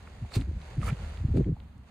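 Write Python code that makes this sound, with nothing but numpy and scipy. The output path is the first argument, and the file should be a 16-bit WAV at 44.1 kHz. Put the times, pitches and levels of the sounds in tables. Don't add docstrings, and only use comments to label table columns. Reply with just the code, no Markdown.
import sys
import numpy as np
from scipy import signal
from scipy.fft import rfft, irfft
from scipy.io import wavfile
from scipy.ndimage import uniform_filter1d

SR = 44100
rng = np.random.default_rng(int(sys.argv[2]) if len(sys.argv) > 2 else 0)


def wav_out(sig):
    wavfile.write(sys.argv[1], SR, np.round(np.clip(np.atleast_2d(sig).T, -1, 1) * 32767).astype(np.int16))


N = 83790
T = np.arange(N) / SR
CUTOFF_HZ = 15450
MUD_GRAINS_PER_S, MUD_SPREAD_DB = 3000, 3.5


def from_db(db):
    return 10 ** (np.asarray(db) / 20)


def unit_power(x):
    return x / np.sqrt(np.mean(x ** 2) + 1e-20)


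def in_time(rows):
    return np.interp(T, *np.transpose(rows))


def at_hz(points, hz):
    frequency, value = np.transpose(points)
    return np.interp(np.log(hz), np.log(frequency), value)


def pan(db):
    return from_db(np.array([[db], [-db]]) / 2)


def band(x, low_hz, high_hz, order=2):
    sos = signal.butter(order, [low_hz, min(high_hz, SR / 2 - 1)], "band", fs=SR, output="sos")
    return signal.sosfilt(sos, x + 1e-18)


def steady(x, span_s):
    power = np.abs(signal.hilbert(x)) ** 2 / 2
    return x / np.sqrt(uniform_filter1d(power, max(int(span_s * SR), 1)) + 1e-12)


def swell(peak_s, attack_s, release_s):
    width_s = np.where(T < peak_s, attack_s, release_s)
    return np.exp(-(np.abs(T - peak_s) / width_s) ** 2.6)


def grains(per_s=MUD_GRAINS_PER_S, spread_db=MUD_SPREAD_DB):
    size = from_db(spread_db * np.minimum(rng.exponential(1, (2, 2, N)), 4))
    return size * rng.choice([-1, 1], (2, 2, N)) * (rng.random((2, 2, N)) < per_s / SR)


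def coloured(streams, spectrum, direct):
    # (frequency [Hz], left-right likeness [0-1])
    likeness = [(100, 0.91), (250, 1), (700, 0.58), (1400, 0.12), (3000, 0.097), (10000, 0.093)]
    # (frequency [Hz], left minus right [dB])
    balance = [(200, -6.5), (700, -1.5), (1400, -3.5), (3000, -2.5), (8000, -1.5)]
    edges_hz = 140 * 2 ** (np.arange(22) / 3)
    out = 0
    for k, (low, high) in enumerate(zip(edges_hz, edges_hz[1:])):
        mid, side = band(streams[k % 2], low, high, order=3)
        hz = np.sqrt(low * high)
        alike = np.clip(direct + (1 - direct) * at_hz(likeness, hz), 0, 1)
        pair = np.sqrt(1 + alike) * mid + np.sqrt(1 - alike) * side * [[1], [-1]]
        out = out + from_db(at_hz(spectrum, hz)) * pan(at_hz(balance, hz)) * pair
    return unit_power(out)


def from_left(pair, lag_s=0.00045, above_hz=1900):
    hz = np.arange(N // 2 + 1) * SR / N
    delay = np.exp(-2j * np.pi * hz * lag_s * (hz > above_hz))
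    return np.array([pair[0], irfft(rfft(pair[1]) * delay, N)])


def hush():
    # (frequency [Hz], relative density [dB])
    spectrum = [(230, 15), (340, -6), (900, -1), (2000, -11), (4400, -17.5), (5500, -48), (8000, -27),
                (15000, -28)]
    # (time [s], level [dB])
    levels = [(0, -55.5), (.7, -69.5), (1.3, -72), (1.6, -55.5), (1.9, -61)]
    air = coloured(rng.standard_normal((2, 2, N)), spectrum, direct=0.098)
    return from_db(in_time(levels)) * from_left(air)


def rumble(gain_db=3.5):
    # (frequency [Hz], relative density [dB])
    spectrum = [(20, -27.5), (35, -9.5), (50, 2), (75, -0.5), (110, -11), (170, -15.5), (250, -25.5),
                (340, -37.5), (600, -54.5)]
    # (time [s], relative level [dB])
    levels = [(0, -52.5), (.2, -49.5), (.25, -40.5), (.32, -60), (.38, -33.5), (.45, -38), (.57, -36),
              (.62, -49), (.75, -46.5), (.83, -33.5), (.92, -33.5), (.96, -48.5), (1.02, -37), (1.16, -44),
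              (1.27, -32), (1.46, -34), (1.53, -40), (1.57, -52.5), (1.61, -45.5), (1.75, -56),
              (1.785, -47), (1.9, -64.5)]
    hz = np.maximum(np.arange(N // 2 + 1) * SR / N, 1)
    noise = irfft(rfft(rng.standard_normal(N)) * from_db(at_hz(spectrum, hz)), N)
    return from_db(in_time(levels) + gain_db) * steady(band(noise, 21, 400), span_s=0.046)


def buffets(low_hz=104.5, attack_s=0.0072, release_s=0.0071, split_hz=410, side_db=-4.5):
    # (start [s], length [s], level [dB], top edge [Hz])
    puffs = [(0.215, 0.022, -43, 258), (0.355, .022, -31.5, 464), (0.379, 0.04, -34, 291),
             (0.47, 0.02, -41.5, 340), (0.766, 0.048, -41, 345), (0.81, 0.12, -43.5, 250),
             (1.238, 0.011, -34.5, 320), (1.283, 0.0073, -32, 338), (1.337, 0.03, -29.5, 486),
             (1.37, 0.04, -23.5, 422), (1.455, 0.034, -30.5, 418), (1.487, 0.034, -34.5, 350)]
    treble_tilt = signal.butter(1, 150, fs=SR)
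    out = 0
    for start, length, db, top_hz in puffs:
        rise = np.clip((T - start) / attack_s, 0, 1)
        fall = np.exp(-np.maximum(T - start - length, 0) / release_s)
        noise = band(rng.standard_normal((2, N)), low_hz, top_hz, order=4)
        eddy = steady(signal.lfilter(*treble_tilt, noise), span_s=0.016)
        out = out + from_db(db) * rise * fall * eddy
    mid, side = out
    return mid + from_db(side_db) * band(side, split_hz, 1800, order=8) * [[1], [-1]]


def rustle():
    # (frequency [Hz], relative density [dB])
    spectrum = [(200, -8.5), (420, 3), (800, 0), (1300, -4.5), (1900, -4), (3200, -10.5), (4400, -11.5),
                (5700, -14), (8300, -19), (11000, -27), (15000, -35)]
    # (time [s], level [dB])
    levels = [(0, -56.5), (.28, -56.5), (.40, -52), (.48, -59.5), (.58, -57.5), (.62, -53), (.72, -51),
              (.79, -55), (.87, -43.5), (.95, -52), (1.03, -49), (1.16, -52), (1.25, -57), (1.40, -55),
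              (1.52, -66.5), (1.82, -68.5), (1.9, -60)]
    cloth = coloured(grains(per_s=9000, spread_db=5.5), spectrum, direct=0.26)
    return from_db(in_time(levels)) * from_left(cloth)


def pops(chirp_per_s=5.8, clear_s=0.019, ring_db=3.9, splash_db=-5.5, splash_ratio=1.7):
    # (time [s], relative level [dB], starting pitch [Hz], 60 dB decay [s])
    bubbles = [(.076, -38, 1230, 0.012), (.249, -45, 800, 0.016), (.320, -39, 1270, 0.012),
               (.616, -43, 3120, 0.012), (.929, -38.5, 1780, 0.013), (1.374, -36, 628, 0.025),
               (1.4437, -43.5, 2080, 0.012), (1.566, -47.5, 798, 0.024)]
    out = 0
    for start, db, hz, t60 in bubbles:
        t = np.maximum(T - start, 0)
        decay = from_db(-60 * np.minimum(t / t60, 3)) * (T >= start)
        clear = np.tanh((t60 / clear_s) ** 2)
        ring = from_db(ring_db) * np.sin(2 * np.pi * hz * t * (1 + chirp_per_s * t)) * decay
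        noise = band(rng.standard_normal(N) * decay, hz / splash_ratio, hz * splash_ratio, order=4)
        splash = from_db(splash_db) * noise * np.sqrt(SR / 3 / hz)
        out = out + from_db(db) * (clear * ring + np.sqrt(1 - clear ** 2) * splash)
    return out * pan(-1.4)


def snaps(edge_ratio=1.5):
    # (time [s], peak [dB], pitch [Hz])
    films = [(.0736, -41, 1660), (.3581, -28.5, 4600), (.4051, -43, 8000), (.4121, -35.5, 2770),
             (.4191, -37.5, 1730), (.7551, -48, 7240), (.8156, -35.5, 1900), (1.1738, -39, 2660),
             (1.3711, -38.5, 1850), (1.6021, -44.5, 2850), (1.7801, -55.5, 6500)]
    out = 0
    for start, db, hz in films:
        click = band(signal.unit_impulse(N, int(start * SR)), hz / edge_ratio, hz * edge_ratio, order=5)
        out = out + from_db(db) * click / np.abs(click).max()
    return out * pan(-2)


def thuds(sag_per_s=2.75):
    # (start [s], peak [dB], starting pitch [Hz], rise [s])
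    blows = [(0.215, -28, 126, 0.014), (0.366, -15.5, 109, 0.009), (0.478, -21, 77.7, 0.013),
             (0.513, -30, 185, 0.0019), (0.778, -18.5, 141, 0.008), (0.871, -22, 83, 0.0086),
             (0.923, -17.5, 132, 0.0057), (1.199, -23.5, 97.6, 0.015), (1.245, -19, 123, 0.0077),
             (1.309, -18, 87.5, 0.0074), (1.353, -16, 121, 0.0058), (1.394, -18.5, 153, 0.013),
             (1.493, -20.5, 168, 0.0087), (1.522, -21.5, 115.6, 0.0065)]
    out = 0
    for start, db, hz, rise_s in blows:
        t = np.maximum(T - start, 0)
        envelope = (t / rise_s * np.exp(1 - t / rise_s)) ** 2
        out = out + from_db(db) * envelope * np.sin(2 * np.pi * hz * t / (1 + sag_per_s * t))
    return out


def spray(envelope, db, low_hz=8040, sharpness=5.8):
    peak = envelope.max()
    fizz = unit_power(band(grains()[0], low_hz, CUTOFF_HZ, order=3))
    return peak * from_db(db) * (envelope / peak) ** sharpness * fizz


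def slide():
    # (frequency [Hz], relative density [dB])
    spectrum = [(2000, -3), (3300, -5), (4400, 6.5), (7000, 1), (10000, 2.5), (15000, -20)]
    envelope = from_db(-50.5) * swell(peak_s=0.885, attack_s=0.06, release_s=0.018)
    return envelope * coloured(grains(), spectrum, direct=0.28) + spray(envelope, db=-5)


def gulps(roughness=0.55, flutter_hz=450):
    # (peak time [s], level [dB], pitch at the peak [Hz], glide [Hz/s])
    pockets = [(.3415, -39, 4310, -45000), (.8325, -35, 1236, -8500), (.8715, -42, 1270, 10500),
               (.8812, -34.5, 1263, 42000), (.889, -43, 2287, 10000), (.8955, -39, 1320, 24000),
               (.9052, -42, 2354, -16000)]
    out = 0
    for peak_s, db, hz, glide in pockets:
        t = T - peak_s
        flapping = unit_power(band(rng.standard_normal(N), flutter_hz / 2, flutter_hz * 2))
        envelope = from_db(db) * swell(peak_s, attack_s=0.0045, release_s=0.004)
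        ring = np.sin(2 * np.pi * (hz + glide * t / 2) * t)
        out = out + envelope * (1 + roughness * flapping) * ring
    return out * pan(-7.5)


def squelches():
    # (peak time [s], level [dB], attack [s], release [s])
    spurts = [(0.83, -50.5, 0.016, 0.037), (0.882, -42, 0.0065, 0.013), (0.897, -39.5, 0.01, 0.0054)]
    # (frequency [Hz], relative density [dB])
    spectrum = [(350, -7), (650, 7.5), (950, -6.5), (1280, 9), (1700, -6), (2400, 1), (3300, -15.5),
                (6000, -16), (15000, -40)]
    envelope = sum(from_db(db) * swell(peak_s, attack, release) for peak_s, db, attack, release in spurts)
    return envelope * coloured(grains(per_s=1200, spread_db=5.0), spectrum, direct=0.81)


def tears():
    # (peak time [s], level [dB], attack [s], release [s])
    pulls = [(0.323, -54, 0.017, 0.01), (.342, -44, 0.0094, 0.021), (.359, -41.5, 0.011, 0.023),
             (0.413, -54.5, 0.015, 0.017), (1.372, -53.5, 0.011, 0.015)]
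    # (frequency [Hz], relative density [dB])
    spectrum = [(400, -1.5), (600, 3.5), (1300, -3), (1900, -4.5), (2700, 2.5), (3200, -8), (4300, 4.5),
                (5600, -10), (8500, -6), (11000, -18.5), (16000, -25)]
    envelope = sum(from_db(db) * swell(peak_s, attack, release) for peak_s, db, attack, release in pulls)
    return envelope * coloured(grains(), spectrum, direct=0.48) + spray(envelope, db=-8)


def scene():
    mud = tears() + squelches() + gulps() + slide() + pops() + snaps()
    return mud + rustle() + hush() + thuds() + buffets() + rumble()


def record(dry):
    # (frequency [Hz], width [Hz], gain [dB])
    dips = [(5500, 800, -11), (11750, 1300, -28)]
    for hz, width_hz, db in dips:
        notched = signal.lfilter(*signal.iirnotch(hz, hz / width_hz, fs=SR), dry)
        dry = notched + from_db(db) * (dry - notched)
    return signal.sosfilt(signal.ellip(10, .1, 80, CUTOFF_HZ, fs=SR, output="sos"), dry)


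dry = scene()
out = record(dry)
wav_out(out)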